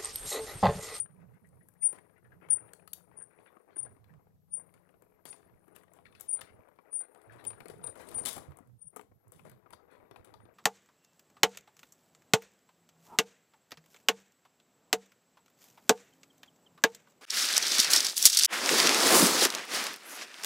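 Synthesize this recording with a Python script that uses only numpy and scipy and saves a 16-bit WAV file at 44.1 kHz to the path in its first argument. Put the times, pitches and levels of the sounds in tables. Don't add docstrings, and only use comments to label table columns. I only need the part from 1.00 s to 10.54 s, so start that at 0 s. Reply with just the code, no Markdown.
import sys
import numpy as np
from scipy import signal
from scipy.fft import rfft, irfft
from scipy.io import wavfile

SR = 44100
rng = np.random.default_rng(int(sys.argv[2]) if len(sys.argv) > 2 else 0)


def generate_wav(sig):
    pcm = np.round(np.clip(np.atleast_2d(sig).T, -1, 1) * 32767).astype(np.int16)
    wavfile.write(sys.argv[1], SR, pcm)


N = 420713
TIME = np.arange(N) / SR

# (time [s], relative level [dB])
ROLLING_LEVEL = [(0.0, -70), (0.29, -71), (0.69, -74.5), (1.03, -70.5), (1.22, -74), (1.59, -65.5),
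                 (1.91, -72.5), (2.63, -69), (3.16, -70.5), (3.34, -81), (3.55, -81.5), (3.74, -74),
                 (5.05, -69), (5.34, -66.5), (5.77, -69), (6.06, -68), (6.54, -61.5), (6.75, -63),
                 (6.93, -59.5), (7.17, -55.5), (7.25, -54.5), (7.46, -63), (7.62, -66.5), (7.72, -81),
                 (7.92, -82.5), (8.1, -77.5), (9.11, -66.5), (9.54, -69)]
# (time [s], knock [dB], clack [dB], crack [dB], tick [dB]), all relative
CONTACTS = [(0.0578, -61, -52, -74.5, -99), (0.107, -83, -67.5, -78, -99), (0.471, -73, -80, -85, -78),
            (0.6855, -68, -65, -83, -61), (0.737, -82, -79, -78.5, -76), (0.8228, -65.5, -62, -66, -72),
            (0.8724, -58.5, -76, -57.5, -69.5), (0.9263, -52.5, -60, -68, -58),
            (0.9847, -55.5, -54, -65, -73), (1.095, -75, -66, -88, -99), (1.4862, -54.5, -52.5, -73.5, -69),
            (1.689, -62.5, -58, -82, -99), (1.7333, -57.5, -49, -47.5, -53.5),
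            (1.795, -61.5, -58, -78, -99), (1.823, -71, -65, -84, -99), (1.8756, -58.5, -48.5, -46, -56),
            (1.9316, -63.5, -53, -36, -42.5), (1.934, -66, -58, -49, -43), (2.113, -58, -69, -77, -99),
            (2.3865, -64.5, -59, -71, -99), (2.4614, -67, -55, -75, -99), (2.5663, -55, -67, -82, -99),
            (2.7053, -62, -63.5, -73, -99), (2.7624, -47.5, -58, -71, -92), (2.965, -59, -70, -73, -99),
            (3.0423, -69, -66, -58, -79), (3.137, -63, -65, -70, -87), (3.269, -60, -74.5, -88, -99),
            (3.5956, -57, -66, -84, -69), (3.691, -71, -64.5, -86, -99), (3.7388, -66.5, -58.5, -61, -69.5),
            (3.775, -72, -64, -75, -99), (3.8896, -66.5, -63, -72, -84), (3.94, -58.5, -65, -89, -99),
            (4.0212, -56, -78, -66, -69), (4.12, -64, -81, -90, -99), (4.2533, -45, -55, -40.5, -52.5),
            (4.2842, -57.5, -60, -53, -61), (4.3276, -53, -48, -46, -84), (4.427, -61, -63.5, -82, -99),
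            (4.4947, -58.5, -67.5, -73, -99), (4.641, -66, -72, -89.5, -99), (4.6798, -53, -76.5, -72, -74),
            (4.7616, -57, -50, -64.5, -57.5), (4.834, -59, -59.5, -73, -73), (4.88, -64, -63, -78, -99),
            (4.916, -58.5, -66, -82, -99), (4.935, -66, -71, -70, -65), (4.987, -54, -63, -64, -86),
            (5.0542, -59, -49, -57, -84), (5.1238, -64, -59, -57, -91), (5.1502, -67.5, -52, -50, -80),
            (5.198, -74, -60, -63, -60), (5.2081, -69, -56, -56, -45.5), (5.3667, -66, -58, -53, -80),
            (5.3902, -56, -48, -64, -73), (5.4138, -56.5, -39.5, -38, -56), (5.715, -61.5, -72, -75, -99),
            (5.7871, -50, -58.5, -68, -88), (5.9284, -56.5, -67, -60.5, -88), (6.0062, -51, -68, -57, -89),
            (6.147, -56, -62, -59, -71), (6.215, -70, -66, -61, -70), (6.322, -55, -54, -61, -74),
            (6.4408, -59.5, -57, -52, -62), (6.4497, -50.5, -50, -43.5, -54.5),
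            (6.504, -49.5, -52, -47, -70), (6.531, -53, -51.5, -57, -83), (6.6036, -48, -43.5, -47.5, -64),
            (6.6562, -45.5, -50, -47.5, -62), (6.6826, -68, -57, -48, -55.5), (6.6982, -54, -54, -45, -63),
            (6.8392, -44.5, -56, -42.5, -57.5), (6.8733, -50, -57, -41.5, -62),
            (6.9546, -64, -52, -56, -64.5), (7.087, -52, -55, -47, -56.5), (7.114, -54, -60, -45, -58.5),
            (7.1431, -60, -55.5, -44, -56), (7.1823, -45, -61.5, -42, -69), (7.236, -45.5, -60, -47.5, -59),
            (7.2519, -47, -45, -29.5, -40.5), (7.2583, -55, -50.5, -41, -36.5),
            (7.269, -50, -47, -35, -41.5), (7.284, -50, -53.5, -36, -41.5), (7.3291, -54, -61, -50, -47),
            (7.3635, -46, -51.5, -53, -54), (7.379, -44, -58, -45, -54.5), (7.5187, -52, -62, -61, -82.5),
            (7.5703, -61, -68, -66, -61), (7.5862, -51, -71, -72, -66), (7.9612, -41.5, -62.5, -56, -50.5),
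            (7.968, -45.5, -64, -59, -55), (7.9937, -44.5, -60, -54, -72), (8.011, -54, -57, -56, -66),
            (8.28, -91, -96, -88, -71.5), (8.3196, -57.5, -65, -67, -57.5),
            (8.3931, -54.5, -53, -60.5, -74), (8.4959, -62, -57, -55, -61.5),
            (8.515, -57.5, -61.5, -63, -68), (8.6602, -52, -81, -82, -99), (8.705, -58, -58.5, -58.5, -64),
            (8.7325, -46, -47, -42.5, -74), (9.1106, -47, -54, -48, -70.5),
            (9.1591, -48.5, -49.5, -52, -73), (9.2458, -68, -62, -54.5, -63.5),
            (9.3389, -48.5, -62, -45.5, -74), (9.402, -57.5, -62.5, -74, -91), (9.4529, -52, -66, -59, -95)]
# (time [s], body level [dB], bright level [dB], decay time [s])
CLATTERS = [(0.824, -58.5, -84, 0.077), (0.928, -50, -56, 0.046), (1.42, -54.5, -85.5, 0.056),
            (1.516, -53, -95, 0.055), (2.14, -60, -94, 0.13), (2.399, -59.5, -65, 0.051),
            (2.455, -57, -74.5, 0.013), (2.764, -48.5, -69, 0.014), (2.85, -50, -59.5, 0.019),
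            (3.566, -57, -85, 0.12), (3.74, -67, -63, 0.038), (4.257, -55, -49.5, 0.076),
            (4.748, -58, -54, 0.043), (4.934, -65, -61, 0.066), (5.054, -70, -62, 0.015),
            (5.15, -73, -61, 0.035), (5.198, -63, -53, 0.074), (5.409, -46.5, -44.5, 0.014),
            (6.321, -54.5, -61, 0.13), (6.451, -52.5, -58, 0.067), (6.702, -58, -56, 0.058),
            (6.955, -50.5, -56, 0.25), (7.257, -44.5, -29.5, 0.049), (7.355, -43.5, -57, 0.036),
            (7.927, -58, -96, 0.041), (7.962, -54.5, -56, 0.041), (8.115, -44.5, -84, 0.0035),
            (8.322, -60.5, -57.5, 0.12), (8.447, -51, -61, 0.046), (8.725, -45.5, -50, 0.015),
            (8.911, -57, -64, 0.11), (9.159, -66, -60, 0.028), (9.244, -61, -59, 0.059),
            (9.339, -66, -72, 0.073)]
# (time [s], relative level [dB], pitch [Hz])
THUDS = [(2.569, -49.5, 1227), (2.867, -49, 700), (6.655, -43, 431), (6.699, -36.5, 389),
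         (6.741, -42.5, 446), (7.606, -46, 248), (7.965, -41, 1210), (7.996, -46, 900), (8.117, -57.5, 338),
         (8.732, -51, 1260)]
# (start [s], length [s], relative level [dB], relative edge level [dB])
RASPS = [(0.197, 0.026, -64.5, -87.5), (0.333, 0.045, -67.5, -94), (0.83, 0.08, -67, -73.5),
         (0.921, 0.047, -61.5, -69.5), (1.161, 0.027, -67, -96), (1.411, .055, -58.5, -87.5),
         (1.555, 0.034, -58.5, -89), (2.119, 0.015, -66, -81), (2.197, 0.026, -68, -96),
         (2.299, .045, -65.5, -89.5), (2.393, 0.02, -72, -78.5), (2.467, 0.02, -61.5, -88),
         (2.71, 0.035, -71, -75), (2.765, 0.043, -72, -69.5), (2.84, 0.017, -81, -76),
         (3.263, 0.015, -86, -90), (3.59, 0.039, -72, -97), (4.748, 0.054, -71, -81),
         (5.05, 0.023, -59, -64.5), (5.14, 0.045, -68.5, -70), (5.382, 0.063, -59, -66),
         (5.46, 0.043, -59.5, -72), (6.008, 0.042, -62, -76), (6.302, 0.044, -60, -68.5),
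         (6.38, 0.028, -56.5, -61.5), (6.992, 0.043, -54.5, -61), (8.462, 0.081, -70, -76),
         (8.898, 0.06, -63, -72)]
# (time [s], pitch [Hz], relative level [dB])
CHIRPS = [(0.443, 1866, -59), (0.606, 1850, -60), (.755, 1670, -69), (0.823, 2150, -51.5),
          (0.975, 1680, -56), (1.162, 1970, -63), (1.244, 1630, -54.5), (1.318, 1620, -54.5),
          (1.508, 1680, -53), (2.207, 1590, -51), (2.458, 1520, -56.5), (2.474, 3530, -68.5),
          (2.864, 1570, -56), (3.092, 1740, -60.5), (6.033, 1540, -59), (6.296, 1620, -49.5),
          (7.264, 3500, -34)]
# (start [s], length [s], relative amplitude [dB], settled pitch [Hz],
# extra pitch at the start [Hz], rise time [s], unsteadiness of level and pitch [0 = even, 1 = uneven])
SQUEALS = [(-.04, 0.037, -19.5, 9090, 119, .004, 0.03), (0.384, 0.085, -78, 9760, 21, .012, 0.6),
           (0.831, 0.04, -20, 9090, 149, 0.0055, 0.1), (1.504, 0.03, -17.5, 9100, 91, 0.0021, 0.34),
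           (2.182, 0.028, -33, 9070, 140, 0.0045, 1.04), (2.762, 0.066, -33.5, 9130, 177.6, 0.0012, 0.76),
           (3.523, 0.05, -29, 9100, 98, 0.0053, 0.52), (4.278, 0.037, -45, 9130, 88, 0.0042, 0.68),
           (5.287, 0.068, -28, 9085, 100, 0.0021, 0.46), (5.928, 0.08, -31, 9087, 223, 0.0046, 0.28),
           (6.467, 0.015, -27.5, 9070, 52, 0.0014, 0.55), (6.84, 0.039, -36, 9040, 67, 0.0036, 0.6),
           (7.147, 0.054, -32, 9040, 134, 0.0019, 0.34), (7.808, 0.071, -47, 9170, 98.2, 0.0071, 0.83),
           (9.412, 0.024, -68.5, 9070, 60, 0.004, 0.7)]
# (time [s], relative level [dB])
AXLE_LEVEL = [(0, -79), (.3, -88), (.55, -74), (.9, -69), (1.15, -82), (1.7, -71.5), (2.5, -74.5),
              (2.68, -83), (2.9, -74), (3.4, -105), (3.7, -76), (4.2, -87.5), (4.4, -80), (5.4, -74),
              (5.7, -90), (6.3, -70), (7.25, -75), (7.7, -105), (9.54, -100)]
# (time [s], relative level [dB])
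HUM_LEVEL = [(0, -71.5), (1.3, -69.5), (2.2, -66.5), (2.35, -80), (2.85, -88), (3.15, -71.5), (3.6, -63),
             (4.1, -75.5), (4.4, -70), (5.0, -69.5), (5.5, -94), (9.54, -100)]
# (mean frequency [Hz], relative level [dB])
HUM_PARTIALS = [(91.5, -6), (120, -9), (150.7, -2), (177.6, 0.5)]
# (time [s], relative level [dB])
AIR_DRONE_LEVEL = [(0, -69), (2.2, -65), (2.65, -87.5), (3.05, -68), (3.7, -71.5), (4.15, -77.5),
                   (4.35, -74), (4.85, -68), (5.2, -76), (5.8, -72), (6.0, -79.5), (6.7, -66),
                   (7.35, -56.5), (7.72, -68.5), (8.0, -74), (8.25, -81), (8.47, -59), (9.0, -75),
                   (9.54, -63)]
# (start [s], length [s], level [dB], first pitch [Hz],
# middle pitch [Hz], last pitch [Hz])
GROANS = [(-.01, 0.073, -54.5, 165, 118, 192), (.095, 0.071, -57, 201, 138, 212),
          (.18, 0.075, -53.5, 185, 155, 200), (.26, 0.11, -55.5, 183, 118.7, 212),
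          (.42, 0.087, -60.5, 239, 160, 161), (.515, 0.11, -59, 177, 122.6, 225),
          (1.23, .18, -61, 121, 128, 190), (1.47, .11, -59, 172.4, 124.7, 110),
          (1.61, 0.068, -61.5, 146, 112.6, 110), (2.79, 0.13, -57.5, 108, 125, 85),
          (3.0, 0.086, -61.5, 135, 110, 90), (3.095, 0.093, -56, 119, 163, 107),
          (6.27, 0.12, -56.5, 94.8, 112, 129), (6.41, .22, -59.5, 114, 111.5, 158),
          (6.66, 0.15, -59.5, 213, 141, 190), (6.8, 0.108, -55, 191, 139, 100),
          (7.68, 0.1, -56.5, 130, 121, 99), (7.85, 0.035, -58.5, 187, 160, 126),
          (8.1, 0.078, -59, 125, 104, 127), (8.26, 0.047, -57.5, 139.4, 113, 120),
          (8.34, 0.036, -60, 161, 150, 160), (8.42, 0.16, -58.5, 150, 147, 121),
          (9.28, 0.19, -63, 113.3, 100.8, 123.5)]

# (frequency [Hz], width [Hz], relative gain [dB])
ENGINE_MODES = [(1070, 85, 1.5), (1559, 60, -1.5), (1750, 60, -0.5), (2170, 120, 3), (2930, 140, -4.5),
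                (3650, 120, -1), (4600, 120, 8.5), (5964, 110, 5.5), (6560, 110, 5), (6970, 70, 2),
                (7210, 73, 4), (7640, 75, 2), (8710, 110, 5.5)]
# (frequency [Hz], width [Hz], relative gain [dB])
CARRIAGE_MODES = [(1117, 35, 2), (1480, 60, -4), (2200, 200, 0), (3040, 50, 6), (3400, 65, 4),
                  (3632, 65, 4), (3800, 90, 2), (4650, 170, -3), (5396, 45, 3), (6312, 50, 3),
                  (7627, 45, 5), (9941, 25, 4), (10266, 60, 7), (11014, 35, 6)]
# (frequency [Hz], width [Hz], relative gain [dB])
TRACK_MODES = [(423, 44, -6.5), (490, 22, -2), (696, 35, -2.5), (950, 65, -9), (1201, 40, -2),
               (2190, 83, -13.5)]

# (frequency [Hz], relative level [dB])
ROLL_COLOUR = [(30, -33), (100, -16), (220, -3.5), (340, 3), (440, 5), (620, 1), (900, -2), (1300, -5),
               (2100, -11.5), (2700, -18.5), (3600, -43.5), (6000, -41)]
# (frequency [Hz], relative level [dB])
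RATTLE_COLOUR = [(200, -33.5), (1200, -0.5), (2500, -2.5), (3600, -1), (4600, -1.5), (6000, -1.5),
                 (8000, 3), (10000, 7.5), (12500, -2.5), (16000, -10.5)]
# (frequency [Hz], relative level [dB])
CLATTER_COLOUR = [(40, -38), (150, -1), (300, 4), (500, 7), (800, 1), (1120, 1), (1500, -8.5), (2100, -9.5),
                  (3000, -28.5), (6000, -43)]
# (frequency [Hz], relative level [dB])
RASP_COLOUR = [(500, -26.5), (1200, 1), (1700, 5.5), (2400, -0.5), (3000, -13), (4500, -32)]
# (frequency [Hz], relative level [dB])
RASP_EDGE_COLOUR = [(1500, -22), (2900, -2), (3900, 5), (5000, -5.5), (6500, -14), (9000, -21.5)]
# (frequency [Hz], relative level [dB])
AXLE_COLOUR = [(6500, -34.5), (8200, -8.5), (9100, 2), (9750, 4.5), (10400, 3), (11000, -16), (13000, -15),
               (16000, -20.5)]
# (frequency [Hz], gain [dB])
ROOM_COLOUR = [(100, -9), (400, 3), (1500, -9.5), (5000, 3.5), (10000, -7), (16000, 1)]
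# (frequency [Hz], relative gain [dB])
COVERED_PORT = [(40, -12), (200, -9), (300, -15), (420, -22), (580, -29), (760, -39), (1200, -33),
                (2200, -41), (3400, -37), (6000, -48), (9000, -53), (16000, -56)]
# (frequency [Hz], relative level [dB])
AIR_DRONE_COLOUR = [(25, -27), (45, -22), (80, 8.5), (125, 4.5), (175, 8), (230, -4.5), (400, -49)]
# (frequency [Hz], relative level [dB])
FLOOR_RUMBLE_COLOUR = [(25, -36), (50, -12), (80, -0.5), (115, 3), (155, -9), (210, -5), (290, -19.5),
                       (400, -38.5), (600, -42), (1500, -46)]
# (frequency [Hz], relative level [dB])
FLOOR_GRIND_COLOUR = [(150, 4), (240, 9.5), (400, -5), (480, -14.5), (570, -14), (720, -30.5), (1300, -28),
                      (2500, -41)]
# (frequency [Hz], relative level [dB])
HISS_COLOUR = [(30, 13), (200, 8), (700, 3.5), (2500, 1.3), (9000, 1.8), (16000, 0.5)]

USUAL_ROLL_DB, RATTLE_DB, RATTLE_GROWTH = -69, -91.5, 2.9
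TOUCHES_PER_S, TOUCH_SPREAD_DB = 4.5, 6.5
TOUCH_KNOCK_DB, TOUCH_CLACK_DB, TOUCH_CRACK_DB, TOUCH_TICK_DB = 1.5, -6, -13, -22
HANDOVER_S = 4.6
AFTER_SQUEAL_DB, AFTER_SQUEAL_S = -38.5, 0.055
MOTOR_WHINE_HZ = 11780
FLOOR_DB, FLOOR_FOLLOWS, COACHES_S, COACHES_DB = -76.5, 0.54, 6.2, 4
GROAN_EDGE_S = .02
CUTOFF_HZ = 16050


def wheels(flutter_db=3.5, chatter_db=0.5, roll_db=4.5, lumps_db=3.0, bursts_db=6.0,
           hard_db=-64, soft_hz=4200, light_db=-75, light_hz=700):
    roll = gains_in_time(ROLLING_LEVEL)[0] * flicker(11, lumps_db)
    rattle = from_db(RATTLE_DB + RATTLE_GROWTH * effort_db()) * flicker(19, bursts_db)

    grind = shower(220, 250, 3200, sharpness=10, patchy_db=5.5, count=20) * flicker(30, flutter_db)
    grind = rms_one(colour(grind, ROLL_COLOUR)) + wheel_taps()
    dull = lowpass(grind, 1, light_hz)
    pressure = roll ** 2 / (roll ** 2 + from_db(light_db) ** 2)
    grind = pressure * grind + (1 - pressure) * dull

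    chatter = shower(800, 2100, 15000, sharpness=9, patchy_db=7.5, count=12) * flicker(35, chatter_db)
    chatter = rms_one(colour(brick_body(chatter, direct=3.2), RATTLE_COLOUR))
    soft = lowpass(chatter, 4, soft_hz)
    hardness = rattle / (rattle + from_db(hard_db))
    chatter = hardness * chatter + 2 * (1 - hardness) * soft
    return from_db(roll_db) * roll * grind + rattle * chatter


def wheel_taps(level_db=-4.0, per_s=150, spread_db=3.5, track_db=0.0, pitched_db=-7,
               pitched_per_s=7, sharpness=14, tilt_db=-2.5, count=10):
    taps = colour(grains(per_s, spread_db), ROLL_COLOUR)
    taps = taps + sum(resonance(taps * from_db(db + track_db), hz, width) for hz, width, db in TRACK_MODES)
    pitches = np.geomspace(480, 2300, count)
    pitched = np.zeros(N)
    for hz in pitches:
        tap = resonance(grains(pitched_per_s, 1.4), hz, hz / 2)
        tap = rms_one(resonance(tap, hz, hz / sharpness))
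        pitched += from_db(tilt_db * np.log2(hz / pitches[0])) * tap
    return from_db(level_db) * rms_one(taps) + from_db(pitched_db) * rms_one(pitched)


def contacts(knock_gain_db=-3.5, clack_gain_db=-6.0, crack_gain_db=-14.5, tick_gain_db=5.0, ring_db=2.0):
    s, knock_db, clack_db, crack_db, tick_db = np.vstack([CONTACTS, touches()]).T
    knock = blows(s, knock_db + knock_gain_db, 170, 1500, 0.0046, order=3)
    knock = knock + sum(resonance(knock * from_db(db + ring_db) * flicker(5.4, 8.9), hz, width)
                        for hz, width, db in TRACK_MODES)
    clack = blows(s, clack_db + clack_gain_db, 1100, 3100, 0.0037, own_ring_db=10.5, sharpness=12, order=3)
    crack = blows(s, crack_db + crack_gain_db, 2600, 5400, 0.003, own_ring_db=3.5, sharpness=18, order=2)
    tick = blows(s, tick_db + tick_gain_db, 6750, 15000, 0.0023, order=3)
    return .4 * brick_body(knock + clack + crack + tick, direct=2.5)


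def touches(count=90):
    s = np.cumsum(rng.uniform(.2, 1.8, count)) / TOUCHES_PER_S
    rolling_db = np.interp(s, *np.transpose(ROLLING_LEVEL))[:, None]
    levels = rolling_db + TOUCH_SPREAD_DB * rng.standard_normal((count, 4))
    return np.column_stack([s, levels + [TOUCH_KNOCK_DB, TOUCH_CLACK_DB, TOUCH_CRACK_DB, TOUCH_TICK_DB]])


def blows(times, levels_db, low_hz, high_hz, decay_s, own_ring_db=5.0, sharpness=6, order=2, size=2048):
    band = signal.butter(order, [low_hz, min(high_hz, .45 * SR)], "band", fs=SR, output="sos")
    t = np.arange(size) / SR
    press = 1 - np.exp(-t / .0006)
    force = rng.standard_normal((len(times), size)) * press * np.exp(-t / decay_s)
    bursts = signal.sosfilt(band, force)
    pitches = low_hz * (high_hz / low_hz) ** rng.uniform(.15, .85, (len(times), 2))
    out = np.zeros(N + size)
    for s, burst, db, own in zip(times, bursts, levels_db, pitches):
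        burst = burst + from_db(own_ring_db) * sum(resonance(burst, hz, hz / sharpness) for hz in own)
        at = min(round(s * SR), N)
        strength = np.sqrt(np.sum(burst ** 2) / (.01 * SR))
        out[at:at + size] += from_db(db) * burst / strength
    return out[:N]


def thuds(level_db=7.5, rise_s=0.001, decay_s=0.0036):
    return sum(fading([(s, db + level_db, decay_s)], rise_s) * np.sin(2 * np.pi * hz * (TIME - s))
               for s, db, hz in THUDS)


def clatters(rise_s=0.0013, hard_db=-64, soft_hz=4600, soft_db=-2.5, clumps_db=3.0):
    body = rms_one(colour(brick_body(grains(3000, 5.5), direct=5.0), CLATTER_COLOUR))
    hits = grains(4000, 3.0) * flicker(70, clumps_db)
    bright = rms_one(colour(brick_body(hits, direct=0.82), RATTLE_COLOUR))
    soft = from_db(soft_db) * lowpass(bright, 3, soft_hz)
    s, body_db, bright_db, decay_s = np.transpose(CLATTERS)
    shake = fading(zip(s, bright_db, decay_s), rise_s)
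    hardness = shake / (shake + from_db(hard_db))
    body_part = body * fading(zip(s, body_db, decay_s), rise_s)
    return body_part + shake * (hardness * bright + (1 - hardness) * soft)


def rasps(rise_s=.003, release_s=.009, grains_per_s=2200, judder_db=2.5, direct=0.23, width_hz=190):
    body, edge = [rms_one(colour(grains(grains_per_s, 2.7), c)) for c in (RASP_COLOUR, RASP_EDGE_COLOUR)]
    out = np.zeros(N)
    for start, length, db, edge_db in RASPS:
        near = (TIME > start) & (TIME < start + .25)
        t = TIME[near] - start
        swell = (1 - np.exp(-t / rise_s)) * np.exp(-np.maximum(t - length, 0) / release_s)
        scrape = from_db(db) * body[near] + from_db(edge_db) * edge[near]
        pitches = np.geomspace(1500, 5600, 6) * rng.uniform(.9, 1.1, 6)
        ring = sum(resonance(scrape, hz, width_hz) for hz in pitches)
        out[near] += swell * (direct * scrape + ring)
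    return out * flicker(70, judder_db)


def chirps(rise_s=.003, decay_s=0.014, width_hz=420, level_db=2):
    out, friction = np.zeros(N), rng.standard_normal(N)
    for s, hz, db in CHIRPS:
        near = (TIME > s) & (TIME < s + .12)
        t = TIME[near] - s
        squeak = resonance(friction[near], hz, width_hz)
        squeak = rms_one(resonance(squeak, hz, width_hz))
        out[near] += from_db(db + level_db) * (1 - np.exp(-t / rise_s)) * np.exp(-t / decay_s) * squeak
    return out


def squeals(ring_s=0.014, settle_s=0.028, waver_hz=60, dip_db=13.0, level_db=4.0):
    out = np.zeros(N)
    dips, wobble = np.tanh(drift(68)), waver_hz * drift(160.0)
    for start, length, db, hz, extra_hz, rise_s, unsteady in SQUEALS:
        near = (TIME > start - .05) & (TIME < start + .3)
        t = TIME[near] - start
        swell = np.exp(-np.maximum(t - length, 0) / ring_s) / (1 + np.exp(-t / rise_s))
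        pitch = hz + 2 * extra_hz / (1 + np.exp(2 * t / settle_s)) + unsteady * wobble[near]
        gain = from_db(db + unsteady * dip_db * (dips[near] - .5))
        out[near] += gain * swell * sine(pitch)
    fade_in = np.tanh(TIME / .001) ** 2
    return from_db(level_db) * out * fade_in


def axle_rub(flutter_db=3.0, stutter_db=6, hiss_db=-5, whistle_db=-4, whistle_hz=9750, wander_hz=260, scatter_hz=110):
    after = fading([(start, db + AFTER_SQUEAL_DB, AFTER_SQUEAL_S) for start, _, db, *_ in SQUEALS], 0.0069)
    pitch = whistle_hz + wander_hz * drift(2.9) + scatter_hz * drift(220)
    whistle = np.sqrt(2) * drift(50) * sine(pitch)
    rub = from_db(hiss_db) * noise(AXLE_COLOUR) + from_db(whistle_db) * whistle
    strength = gains_in_time(AXLE_LEVEL)[0] + after
    return strength * rub * from_db(flutter_db * drift(8.9)) * flicker(45, stutter_db)


def motor(level_db=-82.5, wander_hz=55, jitter_hz=60, flutter_db=5.0):
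    pitch = MOTOR_WHINE_HZ + wander_hz * drift(0.45) + jitter_hz * drift(150)
    return from_db(level_db) * flicker(16, flutter_db) * np.sqrt(2) * sine(pitch)


def brick_body(force, direct=.7):
    out, handover = direct * force, int(HANDOVER_S * SR)
    for modes, near in ((ENGINE_MODES, slice(0, handover)), (CARRIAGE_MODES, slice(handover, N))):
        for hz, width, db in modes:
            push = force[near] * from_db(db - 4) * flicker(14, 6)[near]
            out[near] += resonance(push, hz, width)
    return out


def shower(per_s, low_hz, high_hz, sharpness, patchy_db, count=12):
    return sum(resonance(grains(per_s, 2.1) * flicker(35, patchy_db), hz, hz / sharpness)
               for hz in np.geomspace(low_hz, min(high_hz, .4 * SR), count))


def room(x, t60=0.23, wet_db=-9.5, first_echo_s=0.0039, size=30000):
    t = np.arange(size) / SR
    tail = rng.standard_normal(size) * from_db(-60 * t / t60) * np.clip(t / first_echo_s - 1, 0, 1)
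    echoes = signal.oaconvolve(x, tail / np.sqrt(np.sum(tail ** 2)))[:N]
    return x + from_db(wet_db) * colour(echoes, ROOM_COLOUR)


def floor_rumble(grind_db=-3, swell_db=13.5, flutter_db=3.5):
    level_db = FLOOR_DB + FLOOR_FOLLOWS * effort_db() + COACHES_DB * (TIME > COACHES_S)
    strength = from_db(level_db) * flicker(4.6, swell_db)
    grind_level = np.sqrt(gains_in_time(ROLLING_LEVEL)[0] * strength)
    grind = from_db(grind_db) * grind_level * noise(FLOOR_GRIND_COLOUR)
    flutter = from_db(flutter_db * drift(21.0))
    return flutter * (strength * noise(FLOOR_RUMBLE_COLOUR) + grind) + groans()


def groans(waver_hz=6, rough=0.51):
    out, rumble, waver = np.zeros(N), noise(FLOOR_RUMBLE_COLOUR), waver_hz * drift(25)
    for start, length, db, *pitches in GROANS:
        on = (TIME > start - GROAN_EDGE_S / 2) & (TIME < start + length + GROAN_EDGE_S / 2)
        t = TIME[on] - start
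        swell = np.clip(np.minimum(t, length - t) / GROAN_EDGE_S + .5, 0, 1)
        arc = np.polyval(np.polyfit([0, .5, 1], pitches, 2), np.clip(t / length, 0, 1))
        tone = np.sqrt(2) * sine(arc + waver[on])
        out[on] += from_db(db) * swell * (tone + rough * rumble[on])
    return out


def thump(at_s=7.473, hz=82, upper_hz=140, swell_s=0.021, level_db=-43, upper_db=0.0):
    t = np.maximum(TIME - at_s, 0)
    modes = np.sin(2 * np.pi * hz * t) + from_db(upper_db) * np.sin(2 * np.pi * upper_hz * t)
    swell = (t / swell_s * np.exp(1 - t / swell_s)) ** 2
    return from_db(level_db) * swell * modes


def hum(waver_db=1.0, waver_hz=1.0):
    partials = sum(from_db(db) * sine(hz + waver_hz * drift(2.2)) for hz, db in HUM_PARTIALS)
    return gains_in_time(HUM_LEVEL)[0] * from_db(waver_db * drift(2.2)) * partials


def air_drone(level_db=-4.0):
    return gains_in_time(AIR_DRONE_LEVEL)[0] * from_db(level_db) * noise(AIR_DRONE_COLOUR)


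def hiss(level_db=-86):
    return from_db(level_db) * noise(HISS_COLOUR)


def effort_db():
    return np.interp(TIME, *np.transpose(ROLLING_LEVEL)) - USUAL_ROLL_DB


def from_db(db):
    return 10 ** (np.asarray(db) / 20)


def rms_one(x):
    return x / np.sqrt(np.mean(x ** 2) + 1e-20)


def gains_in_time(rows):
    s, *columns = np.transpose(rows)
    return [from_db(np.interp(TIME, s, c)) for c in columns]


def sine(pitch_hz):
    return np.sin(2 * np.pi * np.cumsum(pitch_hz) / SR)


def lowpass(x, order, hz):
    return signal.sosfilt(signal.butter(order, hz, fs=SR, output="sos"), x)


def resonance(x, hz, width_hz):
    r = np.exp(-np.pi * width_hz / SR)
    zeros = np.array([1, 0, -1]) * (1 - r * r) / 2
    poles = [1, -2 * r * np.cos(2 * np.pi * hz / SR), r * r]
    return signal.lfilter(zeros, poles, x + 1e-18)


def colour(x, spectrum, size=4096):
    hz, level_db = np.transpose(spectrum)
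    grid = np.maximum(np.arange(size // 2 + 1) * SR / size, 1)
    cepstrum = irfft(np.log(from_db(np.interp(np.log(grid), np.log(hz), level_db))))
    cepstrum[1:size // 2] *= 2
    cepstrum[size // 2 + 1:] = 0
    return signal.oaconvolve(x, irfft(np.exp(rfft(cepstrum))))[:N]


def noise(spectrum):
    return rms_one(colour(rng.standard_normal(N), spectrum))


def grains(per_s, spread_db):
    at = np.flatnonzero(rng.random(N, dtype=np.float32) < per_s / SR)
    strength = from_db(spread_db * np.minimum(rng.exponential(1, len(at)), 4))
    out = np.zeros(N)
    out[at] = strength * rng.choice([-1, 1], len(at))
    return out


def fading(events, rise_s, size=30000):
    out = np.zeros(N)
    for s, db, decay_s in events:
        near = slice(max(int(s * SR) + 1, 0), int(s * SR) + size)
        t = TIME[near] - s
        out[near] += from_db(db) * (1 - np.exp(-t / rise_s)) * np.exp(-t / decay_s)
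    return out


def slow_noise(per_s):
    r = np.exp(-80 * np.pi * per_s / SR)
    white = rng.standard_normal(N // 40 + 2002)
    return rms_one(signal.lfilter([1], [1, -2 * r, r * r], white)[2000:])


def drift(per_s):
    slow = slow_noise(per_s)
    return np.interp(np.arange(N) / 40, np.arange(len(slow)), slow)


def flicker(per_s, range_db):
    return np.repeat(from_db(range_db * np.tanh(slow_noise(per_s))), 40)[:N]


def scene(covered_db=-5.0):
    rolling = wheels() + contacts() + thuds() + clatters()
    friction = rasps() + chirps() + squeals() + axle_rub()
    train = rolling + friction + motor()
    left = room(train) + hum() + air_drone()
    muffled = from_db(covered_db) * colour(room(train, wet_db=-2.0), COVERED_PORT)
    right = muffled + floor_rumble() + thump()
    return np.array([channel + hiss() for channel in (left, right)])


def record(dry):
    return signal.sosfilt(signal.ellip(10, .1, 80, CUTOFF_HZ, fs=SR, output="sos"), dry)


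dry = scene()
out = record(dry)
generate_wav(out)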